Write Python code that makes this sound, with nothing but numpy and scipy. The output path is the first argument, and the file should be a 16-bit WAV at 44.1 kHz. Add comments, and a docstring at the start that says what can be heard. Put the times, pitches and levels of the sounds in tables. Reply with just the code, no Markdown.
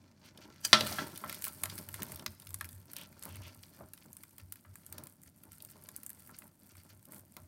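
"""A large centipede seizes a mantis on gravelly soil in a plastic tank, close to the microphone.
First, over faint room noise and a low rumble, legs rake the grit, bodies rub and shove the soil,
and shell rasps on shell. The feeding tongs skid, then rap the tank once and set its walls ringing.
The struggle flares up: the prey's shell cracks in the grip and softer blows land on the tank.
Then it slowly settles into short strokes of friction and scattered snaps, with brief rests."""
import sys
import numpy as np
from scipy import signal
from scipy.fft import rfft, irfft
from scipy.io import wavfile
from scipy.ndimage import uniform_filter1d

SR = 44100
rng = np.random.default_rng(int(sys.argv[2]) if len(sys.argv) > 2 else 0)


def log_audio(samples):
    """Write samples as a 16-bit WAV file to the path given in sys.argv[1]."""
    # one column per channel
    frames = np.atleast_2d(samples).T
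    # limit to full scale, then quantise
    limited = np.clip(frames, -1, 1)
    pcm = np.round(limited * 32767).astype(np.int16)
    wavfile.write(sys.argv[1], SR, pcm)


N = 329427
TIME = np.arange(N) / SR


def undb(db):
    """Decibels to amplitude ratio."""
    return 10 ** (np.asarray(db) / 20)


def unit(x):
    """Normalisation to rms 1."""
    return x / np.sqrt(np.mean(x ** 2))


def burst(x, db, span_s):
    """Normalisation of a transient: its first span_s seconds get the given rms level."""
    return x * undb(db) / np.sqrt(np.mean(x[:int(span_s * SR)] ** 2))


def add(out, at, x):
    """Superposition: x is summed into out from the given second on."""
    i = max(int(at * SR), 0)
    out[i:i + len(x)] += x[:max(len(out) - i, 0)]


def colour(x, points, size=8192):
    """Minimum-phase filtering through (frequency [Hz], gain [dB]) points, by folding the cepstrum."""
    hz, db = np.transpose(points)
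    grid = np.maximum(np.fft.rfftfreq(size, 1 / SR), 1)
    gain = undb(np.interp(np.log(grid), np.log(hz), db))
    cepstrum = irfft(np.log(gain))
    cepstrum[1:size // 2] *= 2
    cepstrum[size // 2 + 1:] = 0
    return signal.fftconvolve(x, irfft(np.exp(rfft(cepstrum))))[:len(x)]


def band(x, lo_hz, hi_hz, order=2):
    """Band-pass filtering with a maximally flat passband."""
    sos = signal.butter(order, [lo_hz, min(hi_hz, .45 * SR)], "band", fs=SR, output="sos")
    return signal.sosfilt(sos, x)


def fade(t, t60):
    """Exponential decay, 60 dB down after t60."""
    return np.exp(-np.log(1000) * t / t60)


def walk(rate_hz):
    """Slow random modulation: smoothed noise with a spread near 1."""
    hold = int(SR / rate_hz)
    steps = np.repeat(rng.standard_normal(N // hold + 1), hold)
    return 1.3 * uniform_filter1d(uniform_filter1d(steps, hold), hold)[:N]


def air(level_db=-66, waver_db=1):
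    """Ambient noise: a faint broadband floor, strongest in the bass, that wavers slightly."""
    # spectrum of the room noise: (frequency [Hz], relative level [dB])
    spectrum = [(20, -24), (40, -24.5), (55, -5.5), (80, -7), (110, -1.5), (160, 2), (240, -1), (320, -5.5),
                (450, -20), (620, -15), (1000, -23.5), (3000, -32), (7000, -31.5), (16000, -38.5)]
    return unit(colour(rng.standard_normal(N), spectrum)) * undb(level_db + waver_db * walk(5))


def rumble(force_db, resonance_hz=91.7, wander=.055, throb_db=2, noise_db=-6):
    """Resonance of the tank and its stand: a low mode wavering in pitch and strength, amid dull noise."""
    phase = 2 * np.pi * np.cumsum(resonance_hz * (1 + wander * walk(35))) / SR
    boom = unit(np.sin(phase) * undb(throb_db * walk(30)))
    noise = unit(band(rng.standard_normal(N), 64, 130, order=3))
    return (boom + undb(noise_db) * noise) * undb(force_db)


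def stroke(at, length_s, attack_s, release_t60):
    """Envelope of one movement: linear rise, hold and exponential decay."""
    rise = np.clip((TIME - at) / attack_s, 0, 1)
    return rise * fade(np.maximum(TIME - at - length_s, 0), release_t60)


def push(strokes, stir_db, attack_s, release_t60):
    """Incoherent addition: the strokes and the steady stirring sum in power to a level in dB."""
    power = sum((undb(db) * stroke(at, length_s, attack_s, release_t60)) ** 2
                for at, length_s, db in strokes)
    return 10 * np.log10(power + undb(stir_db) ** 2)


def forces(rake_db=-1, rub_db=-5, shove_db=-5, rumble_db=-70, rumble_share=.6, fidget_db=1.5):
    """Inertia: of the raking, rubbing, shoving and rocking, heavier movements start more slowly."""
    # restless stirring between strokes: (time [s], treble level [dB], midrange level [dB])
    stir = [(0.0, -85.5, -69.5), (0.66, -71.5, -64), (0.83, -47, -45), (1.1, -56, -54.5),
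            (1.64, -54, -59.5), (2.04, -62.5, -58.5), (2.27, -65, -63.5), (2.66, -64.5, -67),
            (3.45, -64.5, -61), (3.6, -66, -67), (4.39, -65.5, -71), (4.56, -67.5, -75.5),
            (4.91, -68.5, -66), (5.24, -67.5, -73.5), (5.78, -65.5, -66.5), (6.18, -62.5, -67),
            (6.74, -66, -71.5), (7.47, -66, -73.5)]
    # the animals hold still: (centre time [s], duration [s], level drop [dB])
    rests = [(.34, .06, 5.5), (2.37, .05, 3.5), (2.852, .08, 4.5), (3.1, .1, 3), (3.872, .1, 4),
             (4.664, 0.13, 6), (5.163, .07, 8), (5.334, .09, 7), (6.55, .14, 5), (7.006, .08, 3.5),
             (7.254, 0.084, 3.5)]
    # a leg rakes fine grit: (time [s], duration [s], level [dB])
    rakes = [(.235, 0.022, -68), (.4, 0.041, -69), (.595, 0.051, -63), (.648, .07, -53), (.855, .08, -46),
             (.95, 0.086, -54.5), (1.27, .09, -58.5), (1.41, 0.067, -49), (1.72, 0.089, -54.5),
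             (1.92, 0.071, -56.5), (2.07, 0.072, -57), (2.3, 0.032, -60.5), (2.69, .06, -62),
             (2.885, .04, -64.5), (2.95, .07, -58.5), (3.23, .07, -60), (3.6, 0.044, -64.5),
             (4.18, 0.072, -64.5), (4.77, .05, -63), (4.86, .04, -62.5), (5.09, 0.036, -65),
             (5.22, .05, -64), (5.51, .05, -59), (5.68, 0.045, -61.5), (6.23, .06, -62.5),
             (6.38, 0.068, -64), (6.74, .06, -68), (7.1, 0.081, -56.5)]
    # shell rubs on shell: (time [s], duration [s], level [dB])
    rubs = [(.232, .055, -61), (.4, .05, -60.5), (.5, .1, -67), (.648, .07, -56.5), (.86, .17, -49),
            (1.27, .1, -54), (1.43, .06, -57.5), (1.68, .05, -55.5), (1.93, .09, -60.5), (2.07, .06, -59.5),
            (2.885, .02, -61), (2.97, .07, -59.5), (3.23, .16, -66), (3.425, .07, -60), (3.73, .025, -63),
            (4.005, .02, -65.5), (4.39, .025, -66), (4.55, .03, -70), (4.92, .1, -68.5), (5.25, .03, -68.5),
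            (5.51, .03, -65), (5.68, .08, -70.5), (6.328, .022, -59), (6.69, .03, -66), (6.76, .04, -65),
            (6.885, .02, -59), (7.11, .06, -68.5)]
    # a body shoves soil against the tank floor: (time [s], duration [s], level [dB])
    shoves = [(.33, 0.076, -64), (.43, .06, -63.5), (.78, 0.054, -49), (.98, 0.058, -48),
              (1.24, 0.066, -57), (1.66, 0.16, -60.5), (1.98, 0.055, -53.5), (2.1, 0.14, -62),
              (2.61, .08, -69), (2.95, .08, -62.5), (3.235, .05, -55), (3.32, .2, -68), (3.77, 0.039, -58),
              (4.03, 0.046, -69), (4.37, .04, -72), (4.91, 0.13, -59.5), (5.42, .05, -68),
              (5.73, 0.054, -68), (5.87, .04, -69), (6.28, .05, -71.5), (6.41, .05, -67),
              (6.83, .08, -71.5), (7.07, .11, -63), (7.36, .03, -71)]
    # the rumble swells: (time [s], duration [s], level [dB])
    swells = [(.78, 0.13, -52), (1.22, 0.046, -65), (1.59, 0.18, -55.5), (1.85, 0.18, -54.5),
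              (2.08, .07, -56), (2.25, 0.056, -55), (2.45, 0.21, -54.5), (2.69, 0.11, -55),
              (3.27, 0.2, -52.5), (3.52, 0.073, -59.5), (3.79, 0.053, -57.5), (4.4, 0.06, -53),
              (4.66, 0.052, -51), (4.87, 0.12, -59), (5.23, 0.056, -62.5), (5.45, 0.063, -63),
              (6.73, 0.044, -57), (6.88, 0.096, -61.5), (7.15, .07, -63), (7.38, 0.047, -55.5)]
    dips_db = sum(db * np.exp(-(2 * (TIME - centre) / length_s) ** 2) for centre, length_s, db in rests)
    fidget = fidget_db * walk(17) - dips_db
    at, treble_db, midrange_db = np.transpose(stir)
    grit = np.interp(TIME, at, treble_db) + fidget
    bodies = np.interp(TIME, at, midrange_db) + fidget
    sway = rumble_share * (bodies - np.median(bodies))
    return (push(rakes, grit + rake_db, attack_s=.012, release_t60=.14),
            push(rubs, bodies + rub_db, attack_s=.015, release_t60=.11),
            push(shoves, bodies + shove_db, attack_s=.023, release_t60=.28),
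            push(swells, sway + rumble_db, attack_s=.039, release_t60=.25))


def grains(force_db, per_s, spread_db, t60, bed, merge):
    """Shot noise: random contacts of uneven size, each a brief puff, over a bed of finer ones."""
    chance, size, noise = rng.random(N), rng.random(N), rng.standard_normal(N)
    impacts = (chance < per_s / SR) * undb(spread_db * size ** 2) ** 2
    energy = signal.lfilter([1], [1, -fade(1 / SR, t60) ** 2], impacts)
    # chance only shares the energy out among the grains; the total stays even
    energy /= uniform_filter1d(energy, size=SR // 10) + 1e-9
    # a harder push moves so many grains that they merge into a steady rasp
    fine = (bed * undb(merge * np.maximum(force_db - np.median(force_db), 0))) ** 2
    return noise * np.sqrt((np.abs(energy) + fine) / (1 + fine))


def follow(x, force_db, lo_hz, hi_hz):
    """Amplitude modulation: x is scaled so that its level in the given band follows the force."""
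    return x / np.std(band(x, lo_hz, hi_hz, order=4)) * undb(force_db)


def tank_ring(t):
    """Modal superposition: damped sinusoids, the sign of each set by the spot that is pushed."""
    # the tank's wall modes: (frequency [Hz], relative level [dB], t60 [s])
    modes = [(131, -24, .35), (218, -17, .3), (336, -23, .23), (359, -23, .25), (615, -20, .3),
             (642, -21, .28), (921, -22, .25), (1039, -12, .13), (1233, -16, .25), (1337, -7, .18),
             (1541, -18.5, .19), (1797, -14, .2), (1966, -15, .15), (2089, -11, .06), (2454, -14, .12),
             (2830, -18, .17), (3106, -16, .1), (3278, -16, .19), (3558, -13, .08), (4048, -9, .09),
             (4240, -12, .08), (4727, -5, .06), (5475, -24, .18), (5750, -20, .17)]
    return sum(rng.choice([-1, 1]) * undb(db) * np.sin(2 * np.pi * hz * t) * fade(t, t60)
               for hz, db, t60 in modes)


def through_tank(x, ring_db):
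    """Structure-borne sound: part of a contact reaches the air by way of the ringing tank."""
    ring = signal.fftconvolve(x, tank_ring(np.arange(SR // 2) / SR))[:N]
    return unit(x) + undb(ring_db) * unit(ring)


def struggle(raking, rubbing, shoving, rub_db=-1.3, soil_db=-1):
    """Friction noise: legs rake fine grit, shell rubs on shell and coarse soil shifts under the bodies."""
    # spectrum of raked grit: (frequency [Hz], relative level [dB])
    grit_spectrum = [(600, -37), (1500, -9), (3400, -19.5), (5000, -15), (6800, -9.5), (8800, 1.5),
                     (11000, -2.5), (13000, 1.5), (15800, -6)]
    # spectrum of rubbing shell: (frequency [Hz], relative level [dB])
    rub_spectrum = [(700, -25), (1400, -3), (2000, -2.5), (2350, -3.5), (2750, -5), (3500, -6.5),
                    (4000, -5.5), (4800, -2), (6200, -4.5), (9000, -18), (15000, -29)]
    # spectrum of shifting soil: (frequency [Hz], relative level [dB])
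    soil_spectrum = [(45, -34.5), (85, -9.5), (130, 7.5), (165, 8.5), (195, 5.5), (235, 9.5), (340, 5.5),
                     (480, -3.5), (620, 3.5), (730, -5.5), (890, 3), (1150, -7), (1400, -6.5), (2100, -19),
                     (5000, -44)]
    grit = colour(grains(raking, per_s=230, spread_db=24, t60=.005, bed=.55, merge=.3), grit_spectrum)
    rub = colour(grains(rubbing, per_s=170, spread_db=16, t60=.012, bed=.56, merge=.5), rub_spectrum)
    soil = colour(grains(shoving, per_s=130, spread_db=13.5, t60=.03, bed=.68, merge=.17), soil_spectrum)
    grit = follow(grit, raking, 7000, 16000)
    rub = follow(through_tank(rub, ring_db=-7.5), rubbing, 1800, 6500)
    soil = follow(through_tank(soil, ring_db=-9), shoving, 400, 1400)
    return grit + undb(rub_db) * rub + undb(soil_db) * soil


def shell_rasp(width_hz=1300, flutter_db=3.5):
    """Stick-slip friction: firmly pushed shell catches and slips, rasping in one broad resonance."""
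    # squeaky scrapes of shell: (time [s], duration [s], level [dB], resonance [Hz])
    scrapes = [(0.236, 0.026, -66, 3330), (0.404, 0.046, -66, 3020), (2.956, 0.09, -61, 2960),
               (3.28, 0.079, -62, 2750), (3.422, 0.073, -60, 2880)]
    out, flutter = np.zeros(N), undb(flutter_db * walk(90))
    for at, length_s, db, hz in scrapes:
        rasp = unit(band(rng.standard_normal(N), hz - width_hz / 2, hz + width_hz / 2))
        out += rasp * undb(db) * stroke(at, length_s, attack_s=.0047, release_t60=.062)
    return out * flutter


def cracks(rebound=.42, rebound_s=.0016, pitch_spread=.14):
    """Brittle fracture: an abrupt snap and a weaker rebound."""
    # snaps of shell and grit, by relative band level: (time [s], high [dB], low [dB], middle [dB])
    snaps = [(0.3739, -42, -72, -49), (0.8071, -22.5, -32.5, -23.5), (0.9238, -33, -55, -34.5),
             (1.1576, -34, -60, -44.5), (1.1752, -25.5, -53, -48), (1.295, -25, -39.5, -39.5),
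             (1.3256, -26.5, -42, -44), (1.344, -28, -59, -45), (1.421, -27, -50, -47),
             (1.4408, -17, -42, -40.5), (1.4499, -18.5, -45, -42), (1.4651, -29, -46, -48),
             (1.48, -20.5, -60, -46), (1.6348, -13, -35.5, -37.5), (1.6551, -23, -41.5, -41),
             (1.6971, -32, -50, -39.5), (1.7785, -28, -47.5, -43.5), (1.7858, -26.5, -50, -45.5),
             (1.8871, -26, -47.5, -52), (1.941, -23, -43.5, -45), (1.9504, -37, -52, -59),
             (2.0197, -27, -41, -39.5), (2.0305, -19, -46, -55), (2.1184, -26.5, -49, -63),
             (2.158, -27, -60.5, -48), (2.194, -36, -55, -45), (2.2611, -23, -34, -30.5),
             (2.3982, -35, -70, -58), (2.4194, -38.5, -67, -54.5), (2.4688, -33, -50.5, -49),
             (2.4905, -35, -66, -65), (2.5047, -33, -59, -57), (2.542, -19, -49, -48.5),
             (2.6089, -24, -33.5, -43.5), (2.6434, -31, -45.5, -50), (2.6519, -31.5, -59, -59),
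             (2.6888, -33, -62, -51.5), (2.728, -38, -67, -64), (2.9327, -27, -52.5, -53),
             (2.9644, -25, -52, -40.5), (2.9835, -32.5, -54, -57), (3.022, -45, -60, -54),
             (3.2243, -30.5, -55.5, -47.5), (3.2344, -28, -55, -58), (3.2525, -27, -56, -57),
             (3.3563, -33, -55, -59), (3.3657, -38, -52, -65), (3.6328, -44.5, -56.5, -47),
             (3.934, -28.5, -53.5, -53), (3.9749, -43, -58.5, -56), (4.1292, -32, -71, -71),
             (4.1669, -31, -61, -59), (4.2344, -33.5, -51, -55), (4.3807, -32.5, -58, -56),
             (4.3972, -43, -55, -61), (4.522, -23.5, -51.5, -49.5), (4.557, -38.5, -57.5, -63),
             (4.7546, -33, -52, -67), (4.8631, -31.5, -65, -62), (4.9242, -26, -53.5, -52.5),
             (4.9806, -28, -56, -45.5), (5.0362, -30, -62, -61), (5.0692, -32.5, -58, -57),
             (5.2334, -37.5, -63, -71), (5.435, -35, -61, -66), (5.6023, -48, -75, -51.5),
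             (5.6216, -30, -76, -58), (5.6482, -30, -67, -59), (5.7019, -41, -71, -62),
             (5.837, -36, -73, -68), (5.8873, -29.5, -51.5, -52), (5.962, -23.5, -68, -64),
             (6.0315, -30, -60, -63), (6.0628, -24.5, -59, -64), (6.093, -28, -60, -66),
             (6.101, -27.5, -57, -59), (6.2728, -37, -61.5, -68), (6.387, -28, -61, -63),
             (6.419, -48, -51.5, -63), (6.7514, -47, -56, -64), (7.0529, -38, -72, -63),
             (7.1203, -32.5, -61, -66), (7.1334, -40, -58, -69), (7.3656, -31.5, -51, -48.5)]
    # high, low and middle band: (lower edge [Hz], upper edge [Hz], t60 [s], gain [dB])
    bands = [(8300, 15500, .0045, -15.5), (1139, 2700, .013, -3), (3010, 6170, .017, -4)]
    out, t = np.zeros(N), np.arange(2048) / SR
    for at, *levels in snaps:
        lag = rebound_s * (.5 + rng.random())
        pitch = np.exp(pitch_spread * rng.uniform(-1, 1))  # small pieces snap higher
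        for db, (lo_hz, hi_hz, t60, gain_db) in zip(levels, bands):
            envelope = fade(t, t60) + rebound * (t > lag) * fade(np.abs(t - lag), t60)
            snap = band(rng.standard_normal(len(t)) * envelope, lo_hz * pitch, hi_hz * pitch, order=3)
            add(out, at + .001, burst(snap, db + gain_db, span_s=.0054))
    return out


def tong_skid(lead_db=-14, lead_s=.008):
    """Forced vibration: as the tongs slip, a faint rasp and then a sharp one drive their resonances."""
    # the slip: (time [s], level [dB], swell [s], fade [s])
    slip = (0.6505, -26.5, .003, .005)
    # the tongs' resonances: (frequency [Hz], bandwidth [Hz], relative level [dB])
    modes = [(1750, 270, -4), (3130, 280, 0), (4800, 370, 2.5), (5950, 840, -0.5), (6900, 740, -7),
             (8300, 500, -8), (8000, 12000, -14.5)]
    at, db, swell_s, fade_s = slip
    lead = undb(lead_db) * np.exp(-np.abs(TIME - at) / lead_s)
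    peak = np.exp(-np.abs(TIME - at) / np.where(TIME < at, swell_s / 2, fade_s))
    rasp = rng.standard_normal(N) * (peak + lead)
    ring = sum(undb(mode_db) * band(rasp, hz - width / 2, hz + width / 2, order=1)
               for hz, width, mode_db in modes)
    slip_rms = np.sqrt(np.sum(ring ** 2) / (SR * (swell_s + fade_s)))
    return ring * undb(db) / slip_rms


def knocks(crack_t60=.029, tail_t60=.25, tail_db=-15, modes_db=-4, damping_db=-5, chatter=9, span_s=.02):
    """Impact excitation: a blow on the tank gives a dense crack that dies fast and modes that ring on."""
    # the tongs' rap, then softer blows: (time [s], level [dB], cut-off [Hz], contact time [s])
    blows = [(0.7301, -15, 12600, .0022), (0.8093, -39, 700, 0.0033), (0.863, -42, 5070, 0.011),
             (0.918, -46, 1400, .008), (0.985, -35.5, 3060, 0.012), (1.2385, -41, 1480, 0.0067),
             (1.469, -49, 1600, 0.0021), (1.6355, -46, 1110, .002), (1.656, -53, 1580, .002),
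             (1.993, -52.5, 890, .004), (2.095, -52.5, 400, 0.012), (2.223, -54, 550, 0.0039),
             (2.263, -53.5, 330, 0.0034), (2.611, -54, 1800, 0.0017), (3.806, -51, 694, 0.0025),
             (4.06, -63, 400, 0.0041), (4.649, -63, 1800, 0.0018), (4.982, -56, 720, 0.01),
             (5.757, -63, 1200, .005), (6.293, -58.5, 1500, .004), (7.3665, -56.5, 950, 0.0017)]
    # spectrum of the tank's dense, short-lived ring: (frequency [Hz], relative level [dB])
    spectrum = [(60, -34.5), (130, -17.5), (300, -18.5), (450, -15), (620, -7.5), (780, -9), (1280, -3),
                (2200, -7), (3300, -5.5), (4200, -4.5), (5900, -9), (6600, -16.5), (9000, -21),
                (15500, -29)]
    out, t = np.zeros(N), np.arange(SR // 2) / SR
    envelope = fade(t, crack_t60) + undb(tail_db) * fade(t, tail_t60)
    for at, db, cutoff_hz, contact_s in blows:
        dense = colour(rng.standard_normal(len(t)) * envelope, spectrum)
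        # soft blows land on the soil, which damps the walls
        ring_db = modes_db + damping_db / (1 + (cutoff_hz / 3000) ** 2)
        response = burst(dense, 0, span_s) + burst(tank_ring(t), ring_db, span_s)
        # a longer contact chatters more after its first touch
        contact = chatter * contact_s * rng.standard_normal(len(t)) * fade(t, 3 * contact_s)
        contact[0] = 1
        blow = signal.fftconvolve(response, contact)[:len(t)]
        softness = signal.butter(3, cutoff_hz, fs=SR, output="sos")
        add(out, at, burst(signal.sosfilt(softness, blow), db, span_s))
    return out


def reflections(x):
    """Reverberation: quick returns between the tank walls, a nearby surface's echo, a faint room tail."""
    # (delay [s], level [dB], t60 [s])
    walls, echo, room = (.002, -13, .04), (.0148, -19, .024), (.01, -20, .76)
    t = np.arange(SR // 2) / SR
    response = np.zeros(len(t))
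    response[0] = 1  # the direct sound
    for delay_s, db, t60 in (walls, echo, room):
        tail = rng.standard_normal(len(t)) * fade(t, t60)
        add(response, delay_s, undb(db) * tail / np.linalg.norm(tail))
    return signal.fftconvolve(x, response)[:N]


def scene(cracks_db=-.75):
    """Superposition: reflected transients stand over the scuffling, the rumble and the room noise."""
    transients = undb(cracks_db) * cracks() + knocks() + tong_skid()
    raking, rubbing, shoving, rocking = forces()
    contacts = reflections(transients) + struggle(raking, rubbing, shoving) + shell_rasp()
    return (contacts + rumble(rocking) + air())[None]


def record(dry, bass_hz=46, top_hz=15900):
    """Band limiting: the microphone loses the deepest bass and the recorder cuts the top."""
    thin = signal.sosfilt(signal.butter(4, bass_hz, "high", fs=SR, output="sos"), dry)
    return signal.sosfilt(signal.ellip(10, .2, 75, top_hz, fs=SR, output="sos"), thin)


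dry = scene()
out = record(dry)
log_audio(out)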